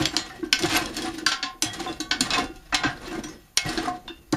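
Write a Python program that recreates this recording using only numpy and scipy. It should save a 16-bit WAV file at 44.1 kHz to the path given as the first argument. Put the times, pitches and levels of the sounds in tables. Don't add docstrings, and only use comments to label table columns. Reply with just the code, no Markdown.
import sys
import numpy as np
from scipy import signal
from scipy.fft import rfft, irfft, next_fast_len
from scipy.io import wavfile
from scipy.ndimage import uniform_filter1d, map_coordinates

SR = 44100
rng = np.random.default_rng(int(sys.argv[2]) if len(sys.argv) > 2 else 0)


def bounce(signal):
    frames = np.transpose(np.atleast_2d(signal))
    limited = np.clip(frames, -1, 1)
    pcm = np.round(limited * 32767).astype(np.int16)
    wavfile.write(sys.argv[1], SR, pcm)


def volts(x):
    e = np.asarray(x, float) / 20
    return 10 ** e


N = 192449


def unit(x):
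    return x / np.sqrt(np.mean(x ** 2) + 1e-20)


def along(points, hz):
    f, v = np.transpose(points)
    return np.interp(np.log(hz + 1), np.log(f + 1), v)


def wobble(rate_hz):
    knots = rng.standard_normal(int(N * rate_hz / SR) + 4)
    return map_coordinates(knots, [np.arange(N) * rate_hz / SR])


def filtered(x, response):
    m = next_fast_len(N + SR // 2)
    return irfft(rfft(x, m) * response(np.fft.rfftfreq(m, 1 / SR)), m)[:N]


def causal(x, spectrum):
    size = 4096
    cepstrum = irfft(np.log(volts(along(spectrum, np.fft.rfftfreq(size, 1 / SR))) + 1e-6))
    cepstrum[1:size // 2] *= 2
    cepstrum[size // 2 + 1:] = 0
    kernel = irfft(np.exp(rfft(cepstrum)))
    return signal.fftconvolve(x, kernel / np.linalg.norm(kernel))[:len(x)]


def resonances(peaks):
    def response(f):
        total = 0
        for k, (hz, width_hz, db) in enumerate(peaks):
            loss = 1j * f * width_hz
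            total = total + (-1) ** k * volts(db) * loss / (hz * hz - f * f + loss)
        return total
    return response


def mode_peaks(modes):
    return [(hz, 8.3 / t60_s, db) for hz, db, t60_s in modes]


def gritty(size, spiky_db):
    return unit(rng.standard_normal(size) * volts(spiky_db * np.minimum(rng.exponential(size=size), 3)))


def ringing(modes, t, scatter_db):
    hz, db, t60_s = np.transpose(modes)[:, :, None]
    strength, grip, detune = rng.standard_normal((3, len(modes), 1))
    t60_s = t60_s * np.exp(0.034 * grip)
    fade = volts(db + scatter_db * np.minimum(strength, .6) - 60 * t / t60_s)
    tones = fade * np.sin(2 * np.pi * hz * (1 + 0.0017 * detune) * t)
    return np.sum(tones, axis=0) * (1 - np.exp(-t / 0.00061))


# start_s, peak_db, grate_db (re peak), brightness_db, wash_db
BLOW_EVENTS = [(0.0212, -10, -29, -48, -1.5), (0.055, -1.5, -29, -23, -8), (0.1653, -5, -22, -16.5, -6),
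               (0.3002, -37.5, -1, -27, -3), (0.4284, -50, 14, -13, -11), (0.5265, 3, -26.5, -23, -6.5),
               (0.8582, -23, -28, -0.5, -21), (1.2631, -1.5, -22.5, -13, -0.5),
               (1.3163, -10.5, -13.5, -22, 2), (1.427, -10.5, -17, -83, 0), (1.623, -5, -19.5, -2.5, -2.5),
               (1.86, -34.5, 4, -19, -12), (2.1101, -8, -14, -65, -1), (2.207, -3, -20, -4, -4.5),
               (2.3043, -7.5, -19, -19, 0), (2.3338, -12, -14.5, -28, 4), (2.724, -19.5, -0.5, -42, 0),
               (2.7442, -2, -17.5, -16.5, -4.5), (2.8344, -17.5, -3.5, -49, 5.5),
               (2.8596, -24.5, -8, -40, 6), (3.5726, 2, -25, -7.5, -9), (3.7752, -17.5, -11.5, -18, 4.5),
               (4.0781, -30, -9, -18, 0.5), (4.3246, -15.5, -17, -4.5, -5)]
# start_s, peak_db, grate_db (re peak)
CATCH_EVENTS = [(0.1361, -29.5, 2), (0.5891, -14, -11), (0.623, -9, -41), (0.6574, -13.5, -21),
                (0.7116, -24, -22), (0.9445, -26, -24), (0.9657, -11.5, -18), (1.0201, -16, -21),
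                (1.1815, -22.5, -8), (1.732, -21, -10.5), (1.7395, -22.5, -17), (1.8002, -22, -20),
                (1.8751, -37, -2), (1.926, -25.5, -38), (2.0026, -16.5, -15), (2.3795, -17.5, -3.5),
                (2.4396, -25.5, -20), (2.5577, -34.5, -23.5), (3.0307, -37, -4), (3.1268, -31, 3.5),
                (3.2367, -22, -10.5), (3.2844, -32, -3.5), (3.6494, -29, -3), (3.6901, -20, -5),
                (3.7305, -23.5, -12), (3.8544, -31, 4), (3.8791, -27, 0)]
# start_s, level_db
TICK_EVENTS = [(0.0561, 3.5), (0.1662, 1), (0.5277, 6), (0.5323, 2.5), (.635, -5.5), (0.688, -10),
               (.726, -6), (2.1136, -5), (2.337, -4.5), (2.3852, -8.5), (2.3955, -14), (3.082, -26),
               (1.2668, 3.5), (1.2879, -6), (1.3217, -7), (1.6234, 1), (2.7485, -4.5), (2.7508, 0.5),
               (2.754, 0), (3.5762, 4.5), (3.5783, 1), (3.583, -1)]
# pitch_hz, level_db, t60_s
GRATE_MODES = [(724, 3.5, 0.28), (758, -5, 0.72), (795, -3.5, 0.33), (1037, -6, 0.37), (1042, -1.5, 0.13),
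               (1201, -5.5, 0.39), (1364, -20, 0.26), (1432, -6, 0.62), (1517, 0.5, 0.26), (1526, -1, 0.28),
               (1753, -1, 0.27), (1900, -3.5, 0.31)]
# pitch_hz, level_db, t60_s
TONG_MODES = [(1900, -20, 0.5), (2175, -4.5, 0.39), (2608, 1.5, 0.19), (2700, -1.5, 0.14),
              (2832, -0.5, 0.22), (3000, -17, 0.36), (3172, -0.5, 0.22), (3400, -1, 0.23),
              (3575, -9.5, 0.28), (3974, 1, 0.13), (4100, 0, 0.16), (4380, -7, 0.081), (4410, -39, 0.145),
              (4780, -9, 0.04), (5000, -18.5, 0.63), (5410, -3, 0.11), (5300, -7, 0.14),
              (6450, -21.5, 0.26), (7100, -4, 0.18)]
# freq_hz, density_db_per_hz
CRACK_SPECTRUM = [(300, -120), (1000, -87), (2000, -1.5), (3200, 9.5), (4600, 7.5), (6000, 2.5),
                  (9000, -16.5), (16000, -44.5)]
# freq_hz, density_db_per_hz
EDGE_SPECTRUM = [(2500, -19), (5000, -1), (7000, -0.5), (10000, -5.5), (13000, -11.5), (16000, -38)]
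# freq_hz, density_db_per_hz
RASP_SPECTRUM = [(300, -7.5), (650, -6.5), (1050, -1), (1600, 6), (2300, -5), (4000, -70)]


def knocks():
    blow_rise, catch_rise = 0.15, 0.9
    catch_bright_db, catch_wash_db = -0.5, -0.8
    chatter_s, grate_s_per_db, dull_s_per_db = 0.012, 0.00019, 0.00014
    t = np.arange(SR // 2) / SR
    crack, edge, rasp, ring, loose = np.zeros((5, N + SR))
    contacts = [(*row, blow_rise) for row in BLOW_EVENTS]
    contacts += [(*row, catch_bright_db, catch_wash_db, catch_rise) for row in CATCH_EVENTS]
    for start_s, db, grate_db, bright_db, wash_db, rise in sorted(contacts):
        start = round(start_s * SR)
        at = slice(start, start + len(t))
        decay_s = max((chatter_s + grate_s_per_db * grate_db - dull_s_per_db * bright_db) / 3, .0005)
        burst = gritty(len(t), spiky_db=2.5) * np.exp(-t / decay_s) * (1 - np.exp(-t / (rise * decay_s)))
        burst[30] += 0.032 / decay_s ** 0.65 * blow_rise / rise
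        crack[at] += volts(db - 10.5) * burst
        edge[at] += volts(db + bright_db - 3.5) * burst
        rasp[at] += volts(db + grate_db + 0.5) * burst
        ring[at] += volts(db + grate_db - 12.5) * ringing(GRATE_MODES, t, scatter_db=4.5)
        ring[at] += volts(db + wash_db - 23.5) * ringing(TONG_MODES, t, scatter_db=1.5)
        loose[at] = volts(wash_db)
    for start_s, db in TICK_EVENTS:
        start = round(start_s * SR)
        crack[start] += volts(db)
        edge[start] += volts(db - 11.5)
        rasp[start] += volts(db - 10.5)
    hard = causal(crack, CRACK_SPECTRUM) + causal(edge, EDGE_SPECTRUM) + causal(rasp, RASP_SPECTRUM)
    hard = hard[:N]
    return hard + ring[:N] * volts(2.0 * wobble(35) - 4.0) + corner(hard * loose[:N])


def cinders(low_hz, octaves, count, size):
    when, pitch, life, luck = rng.random((count, 4)).T[:, :, None]
    t, hz = np.arange(size) / SR, low_hz * 2 ** (octaves * pitch)
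    envelope = np.exp(-t * hz / (4 + 12 * life)) * (1 - np.exp(-t * hz / 2.0))
    tones = volts(-5 * np.log(luck + 0.13)) * np.sin(2 * np.pi * hz * t) * envelope
    where = (when * N).astype(int) + np.arange(size)
    return unit(np.bincount(where.ravel(), tones.ravel(), N + size)[:N])


# time_s, pressure_db, drum_reach_db
RAKE_CURVE = [(0.0, -30, 0.5), (0.08, -42.5, -7), (0.58, -59, 6), (0.66, -37, -3), (1.12, -49.5, 7.5),
              (1.57, -72, 4.5), (1.8, -42, -1.5), (2.1, -70, 20), (2.25, -40.5, -2), (2.49, -63.5, 16.5),
              (2.68, -59, -7.5), (2.97, -54.5, 3.5), (3.199, -51.5, 13), (3.36, -61.5, 9),
              (3.585, -67, -9.5), (3.66, -44, 4.5), (4.08, -63.5, 11.5), (4.36, -68.5, -6)]
# centre_s, added_db, half_length_s, shove_db (against the bars)
STROKE_EVENTS = [(0.189, 0, 0.016, 5), (0.636, 6.5, 0.031, 8), (0.762, 17.5, 0.066, -4.5),
                 (1, 13, 0.019, -3), (1.064, 15.5, 0.031, 0.5), (1.665, 11, 0.058, 10),
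                 (1.896, 8, 0.024, 7), (2.384, 16, 0.088, 9), (2.857, 8, 0.08, 16), (3.086, 9.5, 0.06, 0),
                 (3.718, 8.5, 0.11, -0.5), (3.846, 6.5, 0.081, 6.5), (4.337, 16, 0.015, 30.5),
                 (0.027, -1, 0.028, 0.5), (0.274, -1.5, 0.033, -2.2), (0.822, -3, 0.024, 4.7),
                 (0.956, 4, 0.018, -10), (1.165, 6, 0.054, -4.5), (1.83, 5, 0.016, -5),
                 (3.048, 4.5, 0.028, 2.5), (3.144, 4.5, 0.032, 1), (3.218, -4, 0.019, -6),
                 (3.274, 3, 0.02, 2.5)]
# freq_hz, density_db_per_hz
GRIT_SPECTRUM = [(400, -9.5), (800, -6), (1300, -2.5), (1900, 1.5), (5390, -1.5), (7960, -7),
                 (11500, -12.5), (15700, -28.5), (16400, -102)]
# pitch_hz, width_hz, level_db
DRUM_PEAKS = [(148, 25, -49), (252, 68, -2.5), (293, 23, -3.5), (313.4, 20, 2.5), (364, 30, -1.5),
              (459, 84, -9)]
# freq_hz, density_db_per_hz
RUMBLE_SPECTRUM = [(47, -36), (80, -5), (140, 0.5), (200, -4.5), (260, -53.5), (440, -120)]


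def raking():
    t = np.arange(N) / SR
    time_s, press_points_db, reach_points_db = np.transpose(RAKE_CURVE)
    press_db = np.interp(t, time_s, press_points_db)
    reach_db = np.interp(t, time_s, reach_points_db)
    dig_db, shove_db = np.zeros((2, N))
    for centre_s, db, half_s, push_db in STROKE_EVENTS:
        stroke = np.exp(-((t - centre_s) / half_s) ** 2)
        dig_db += db * stroke
        shove_db += push_db * stroke
    grit_db = press_db + dig_db
    rasp_db = grit_db - 0.18 * reach_db + shove_db
    drum_db = press_db + reach_db + 0.88 * shove_db
    rumble_db = press_db + 0.4 * reach_db + 1.48 * shove_db - 3

    slips_db = .5 * wobble(14) + 2.2 * wobble(60)
    tips = volts(grit_db) * unit(volts(slips_db + 1.5 * wobble(29.77)) * gritty(N, spiky_db=4.5))
    bar_slips_db = slips_db + 1.6 * wobble(25.63)
    bars = volts(rasp_db) * unit(volts(bar_slips_db) * gritty(N, spiky_db=6.5))
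    shell = volts(drum_db) * unit(volts(0.92 * slips_db + 4.1 * wobble(20)) * rng.standard_normal(N))
    hands = volts(rumble_db) * unit(volts(2.6 * wobble(8.83)) * rng.standard_normal(N))

    coarse = cinders(low_hz=1365, octaves=2.5, count=2500, size=600)
    fine = cinders(low_hz=3458, octaves=2.1, count=900, size=300)
    clinker = volts(grit_db - 16 + slips_db) * coarse
    clinker += volts(0.27 * grit_db - 1.5) * causal(tips, EDGE_SPECTRUM)
    clinker += volts(grit_db + 0.2 * dig_db - 13 + 2.14 * slips_db) * fine
    steel = clinker + causal(tips, GRIT_SPECTRUM)
    steel += volts(5.5) * filtered(tips, resonances(mode_peaks(TONG_MODES)))
    iron = volts(rasp_db - 11 + slips_db) * cinders(low_hz=454.0, octaves=2.1, count=900, size=1500)
    iron += volts(-7.5) * causal(bars, RASP_SPECTRUM)
    iron += volts(16.0) * filtered(bars, resonances(mode_peaks(GRATE_MODES)))
    drum = volts(25.5) * filtered(shell, resonances(DRUM_PEAKS))
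    return steel + iron + drum + causal(hands, RUMBLE_SPECTRUM)


# start_s, peak_db, pitch_hz
BOOM_EVENTS = [(0.0, -18, 327), (0.134, -29, 321.6), (0.17, -23.5, 322), (0.394, -37, 366),
               (0.432, -15, 323.6), (0.529, -31, 268), (0.639, -11.5, 333.5), (0.723, -20, 305),
               (0.817, -19.5, 322), (1.04, -26.5, 326), (1.073, -24.5, 327), (1.179, -26, 316),
               (1.224, -28.5, 320), (3.655, -33, 312), (1.434, -33.5, 279), (1.632, -22, 315),
               (1.807, -24, 330), (2.004, -21.5, 309), (2.21, -16.5, 261.5), (2.379, -24, 279),
               (2.496, -28.5, 334), (2.732, -25.5, 294.5), (2.852, -14, 293), (3.074, -29.5, 353),
               (3.178, -20.5, 342), (3.689, -24, 332), (3.778, -11.5, 334), (3.877, -27, 264),
               (4.101, -33.5, 338), (4.333, -2, 306), (0.449, -26.5, 332), (0.646, -23, 151),
               (.745, -20, 307), (.965, -33, 298), (.995, -37, 311), (1.136, -29.5, 330), (1.27, -32, 284),
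               (1.66, -32, 111), (1.78, -34, 321), (1.88, -35, 262), (2.115, -32, 301), (2.15, -32, 293),
               (2.21, -31.5, 142), (2.385, -29, 437), (2.431, -38, 302), (2.87, -25.5, 127),
               (3.25, -32.5, 298), (3.66, -28, 148), (3.797, -25, 335), (3.11, -31, 332), (3.135, -27, 339),
               (3.29, -32, 325)]


def booms():
    hard_t60_s, longer_s_per_db = 0.021, 0.0029
    hold = 1.222
    out, t = np.zeros(N + SR), np.arange(SR // 4) / SR
    for start_s, db, hz in BOOM_EVENTS:
        t60_s = max(hard_t60_s - longer_s_per_db * db, .03)
        phase = 2 * np.pi * hz * t
        swing = np.sin(phase) + 0.29 * np.sin(0.796 * phase) + 0.11 * np.sin(1.2 * phase)
        rise = 1 - np.exp(-(t / 0.0057) ** 2)
        start = max(round((start_s - .006) * SR), 0)
        out[start:start + len(t)] += volts(db + 2.5 - 60 * (t / t60_s) ** hold) * rise * swing
    return out[:N]


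# start_s,
# pitch_hz, level_db, t60_s
PING_EVENTS = [(.17, 3300, -41, 1), (.303, 1800, -41, 0.22), (.527, 2175, -32.5, 0.62),
               (.527, 1530, -23, 0.15), (.77, 1045, -30, 0.66), (1.31, 1058, -31.5, 0.27),
               (1.355, 1074, -37, .3), (1.265, 1364, -28.5, 0.58), (1.265, 1480, -16, 0.031),
               (1.316, 3172, -33.5, 0.42), (1.44, 1056, -29.5, 0.35), (1.428, 4380, -24.5, 0.063),
               (1.66, 3295, -39, 0.79), (1.875, 3530, -32.5, 0.12), (2.002, 4390, -30, 0.15),
               (2.002, 1520, -37, 0.34), (2.112, 1514, -26.5, 0.28), (2.112, 2220, -29.5, 0.27),
               (2.112, 3910, -27, 0.12), (2.38, 2740, -34.5, 0.62), (2.38, 3495, -27, 0.2),
               (2.744, 2143, -34, 0.41), (2.737, 758, -20, 0.1), (2.85, 1547, -24, 0.26),
               (3.236, 5830, -35.5, 0.21), (3.573, 2175, -29.5, 0.62), (3.775, 4140, -18, 0.037),
               (3.88, 1068, -24, 0.094), (4.078, 3575, -33.5, 0.15), (4.078, 2700, -45, 0.94),
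               (4.078, 2832, -38.5, 0.23), (3.58, 1420, -33.5, 0.14), (3.58, 1560, -38, 0.32),
               (3.575, 2570, -24, 0.11), (2.004, 3905, -34, 0.23), (2.04, 3340, -48, 0.25),
               (2.112, 3400, -21, 0.042), (2.75, 1037, -43, 0.33), (2.84, 1045, -26.5, 0.097),
               (1.265, 1090, -19, 0.079), (1.27, 3260, -28.5, 0.16), (2.861, 2580, -29.5, 0.1),
               (3.04, 1090, -41.5, .15), (3.071, 1923, -44, .2), (3.155, 2110, -36, .08),
               (3.95, 4100, -58, 0.32), (4.08, 5000, -52, 0.17), (.79, 2510, -27, 0.13),
               (3.271, 1034, -44, 0.18),
               (.857, 4100, -40, .18), (1.317, 4780, -36, 0.23), (1.428, 743, -40.5, 0.76),
                 (1.797, 768, -30, 0.12), (1.862, 1042, -30, 0.16), (1.315, 1364, -25.5, 0.36),
                 (2.38, 773, -29, 0.23), (1.862, 748, -26, 0.099), (1.875, 2720, -43, 0.45),
                 (2.002, 6430, -22.5, 0.02), (2.49, 1420, -54, 1.5), (3.29, 1927, -50.5, 1.5),
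                 (3.285, 6450, -44, 0.2), (3.29, 5200, -52, 0.42), (3.573, 702, -42, 0.53),
                 (3.731, 4140, -30, 0.035), (3.855, 5200, -45, .3), (4.08, 995, -31, 0.04),
                 (4.1, 1745, -52, .3), (.17, 4145, -37, 0.47), (.18, 3630, -39.5, 0.51),
                 (.2, 1915, -41.5, 0.48), (.305, 760, -37, 0.19), (.33, 1912, -49.5, 0.82),
                 (.429, 1566, -43, 0.18), (.432, 1096, -44, 0.22), (1.7, 1925, -37, 0.36),
                 (2.003, 1127, -41, 0.49), (2.002, 7200, -41, 0.18), (2.112, 5300, -50, 0.16),
                 (3.861, 1950, -59, 0.66), (.17, 7600, -39, 0.25), (0.169, 6800, -29.5, 0.2),
                 (0.057, 4460, -14, .018), (0.061, 7440, -32.5, 0.2), (0.661, 1540, -36, 0.14),
                 (1.265, 2175, -44, .44), (1.265, 1527, -28, 0.76), (1.264, 1680, -18, 0.05),
                 (1.319, 5580, -37, 0.23), (1.431, 1690, -26, 0.1), (1.43, 5550, -42, 0.16),
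                 (2.731, 2600, -20, 0.13), (2.772, 2143, -37, 0.23), (2.725, 1543, -25, 0.088),
                 (3.061, 4110, -42, 0.087), (3.089, 2694, -38.5, 0.17), (3.13, 1576, -38, 0.47),
                 (3.24, 3300, -43.5, 0.21), (2.385, 721, -27.5, 0.21), (.65, 702, -26, 0.11),
               (0.166, 4000, -14, 0.025), (.298, 1330, -37, .04), (.634, 3500, -22, 0.021),
                (.712, 3360, -27, .05), (0.748, 1527, -25, 0.25), (.757, 3300, -27, 0.044),
                (.766, 4360, -25, .04), (.772, 11300, -21, 0.034), (.857, 3310, -28.5, 0.066),
                (0.859, 5300, -38, 0.058), (.966, 4340, -38, 0.036), (0.971, 3300, -40, 0.11),
                (0.98, 4200, -25, .03), (.985, 1720, -33, 0.096), (1.021, 3320, -29.5, 0.039),
                (1.046, 748, -25.5, 0.11), (1.075, 2550, -49, 0.14), (1.739, 3400, -32, 0.041),
                (1.74, 5070, -44, 0.038), (1.794, 1060, -30, 0.067), (1.889, 3495, -28, .05),
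                (1.91, 5000, -40, 0.028), (1.927, 4020, -32, .03), (1.927, 5000, -33, 0.026),
                (2.093, 6500, -44, 0.034), (2.207, 4400, -20, 0.031), (2.309, 2557, -28.5, 0.26),
                (2.345, 2560, -22.5, 0.13), (2.374, 1037, -17.5, 0.11), (2.4, 2175, -35, 0.17),
                (3.661, 1916, -29.5, 0.11), (3.66, 727, -32, 0.24), (3.691, 4380, -24.5, 0.023),
                (3.69, 7100, -42, 0.13), (3.774, 3570, -30, 0.053), (3.785, 1568, -28.5, 0.15),
                (3.785, 725, -28, 0.14), (3.853, 1216, -31, 0.12), (3.874, 723, -23.5, 0.25)]


def pings():
    wander, choke_db_per_s, onset_cycles = 0.0015, 250, 1.65
    twin_apart, twin_share = .022, 0.21
    out, t = np.zeros(N + SR), np.arange(SR // 2) / SR
    waver = np.tile(wobble(40), 2)
    blows_s = np.array([row[0] for row in BLOW_EVENTS] + [N / SR])
    for k, (start_s, hz, db, t60_s) in enumerate(PING_EVENTS):
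        start = round(start_s * SR)
        own = waver[(start + k * SR // 7) % N:][:len(t)]
        phase = 2 * np.pi * hz * (t + wander * np.cumsum(own[::-1]) / SR)
        tone = np.sin(phase) + twin_share * np.sin(phase * (1 + twin_apart))
        choke_db = 0
        if start_s < 4.3:
            next_blow_s = blows_s[blows_s > start_s + .03][0]
            choke_db = choke_db_per_s * np.maximum(start_s + t - next_blow_s, 0)
        fade = volts(db + 2.7 * own - 60 * t / t60_s - 450 * t * t - choke_db)
        out[start:][:len(t)] += fade * tone * (1 - np.exp(-t * hz / onset_cycles))
    return out[:N]


# freq_hz, t60_s
CORNER_DECAY = [(300, 0.28), (1500, 0.26), (5000, 0.19), (12000, 0.15)]


def corner(x):
    out, size = np.zeros(N + SR), 4096
    for start in range(0, N, size):
        hz, t, z = signal.stft(rng.standard_normal(SR // 3), SR, nperseg=128)
        fade = volts(-60 * t / along(CORNER_DECAY, hz)[:, None])
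        tail = signal.istft(z * fade, SR, nperseg=128)[1]
        wet = signal.fftconvolve(x[start:start + size], tail / np.linalg.norm(tail))
        out[start:start + len(wet)] += wet
    return out[:N]


# time_s, level_db
SWAY_CURVE = [(0.0, -42), (0.29, -55), (0.93, -45.5), (1.36, -59.5), (2.32, -46), (3.34, -49), (3.48, -63),
              (3.699, -42.5), (4.07, -53), (4.36, -55)]
# freq_hz, density_db_per_hz
SUBSONIC_SPECTRUM = [(8.8, -33), (15, 2), (48, 9), (80, -0.5), (100, -46.5), (180, -120)]


def phone_sway():
    level_db = np.interp(np.arange(N) / SR, *np.transpose(SWAY_CURVE))
    return volts(level_db + 0.46 * wobble(2.2)) * causal(rng.standard_normal(N), SUBSONIC_SPECTRUM)


# freq_hz, density_db_per_hz
HUSH_SPECTRUM = [(59, -27), (100, 10.5), (1440, -11.5), (1740, -20.5), (2400, -21.5), (4650, -12),
                 (5870, -20), (6260, -4), (7590, -9.5), (14700, -5.5), (16400, -34)]


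def room_hush():
    return volts(-62.0) * causal(rng.standard_normal(N), HUSH_SPECTRUM)


def scene():
    body = pings() + booms() + raking()
    return (knocks() + body + volts(-9.5) * corner(body) + phone_sway() + room_hush())[None]


# freq_hz, width_hz, depth_0_to_1
PORT_NOTCHES = [(8020, 414, 0.91), (11800, 100, 0)]


def microphone(x):
    def response(f):
        gain = 1 / (1 + (f / 15600) ** 40)
        for hz, width_hz, depth in PORT_NOTCHES:
            gain = gain * (1 - np.clip(depth, 0, 1) / (1 + ((f - hz) / width_hz * 2) ** 2))
        return gain
    tamed = x / (1 + np.abs(x / .85) ** 4) ** .25
    return filtered(tamed, response)


def treble_dropouts(x, from_hz, top_hz):
    hz, t, z = signal.stft(x, SR, nperseg=512)
    field = uniform_filter1d(rng.standard_normal(z.shape), size=3, axis=0)
    field = unit(uniform_filter1d(field, size=11, axis=1))
    loudness = np.log10(np.sum(np.abs(z) ** 2, axis=0) + 1e-9)
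    busy = np.clip(uniform_filter1d(loudness, size=11) / 3 + 2.2, .45, 1.1)
    need = 2.4 * busy * np.clip((hz[:, None] - from_hz) / 2200, 0, 1) + 1.2 * (hz[:, None] > top_hz)
    keep = np.clip((field + 2.6 - need) * 5, .01, 1)
    return signal.istft(z * np.where(need > 0, keep, 1), SR, nperseg=512)[1][:N]


def band_limit(x):
    return signal.sosfilt(signal.butter(12, 16500, fs=SR, output="sos"), x)


def record(dry):
    heard = microphone(dry[0])
    mix = treble_dropouts(heard, from_hz=8500, top_hz=15200)[None]
    return band_limit(mix)


dry = scene()
out = record(dry)
bounce(out)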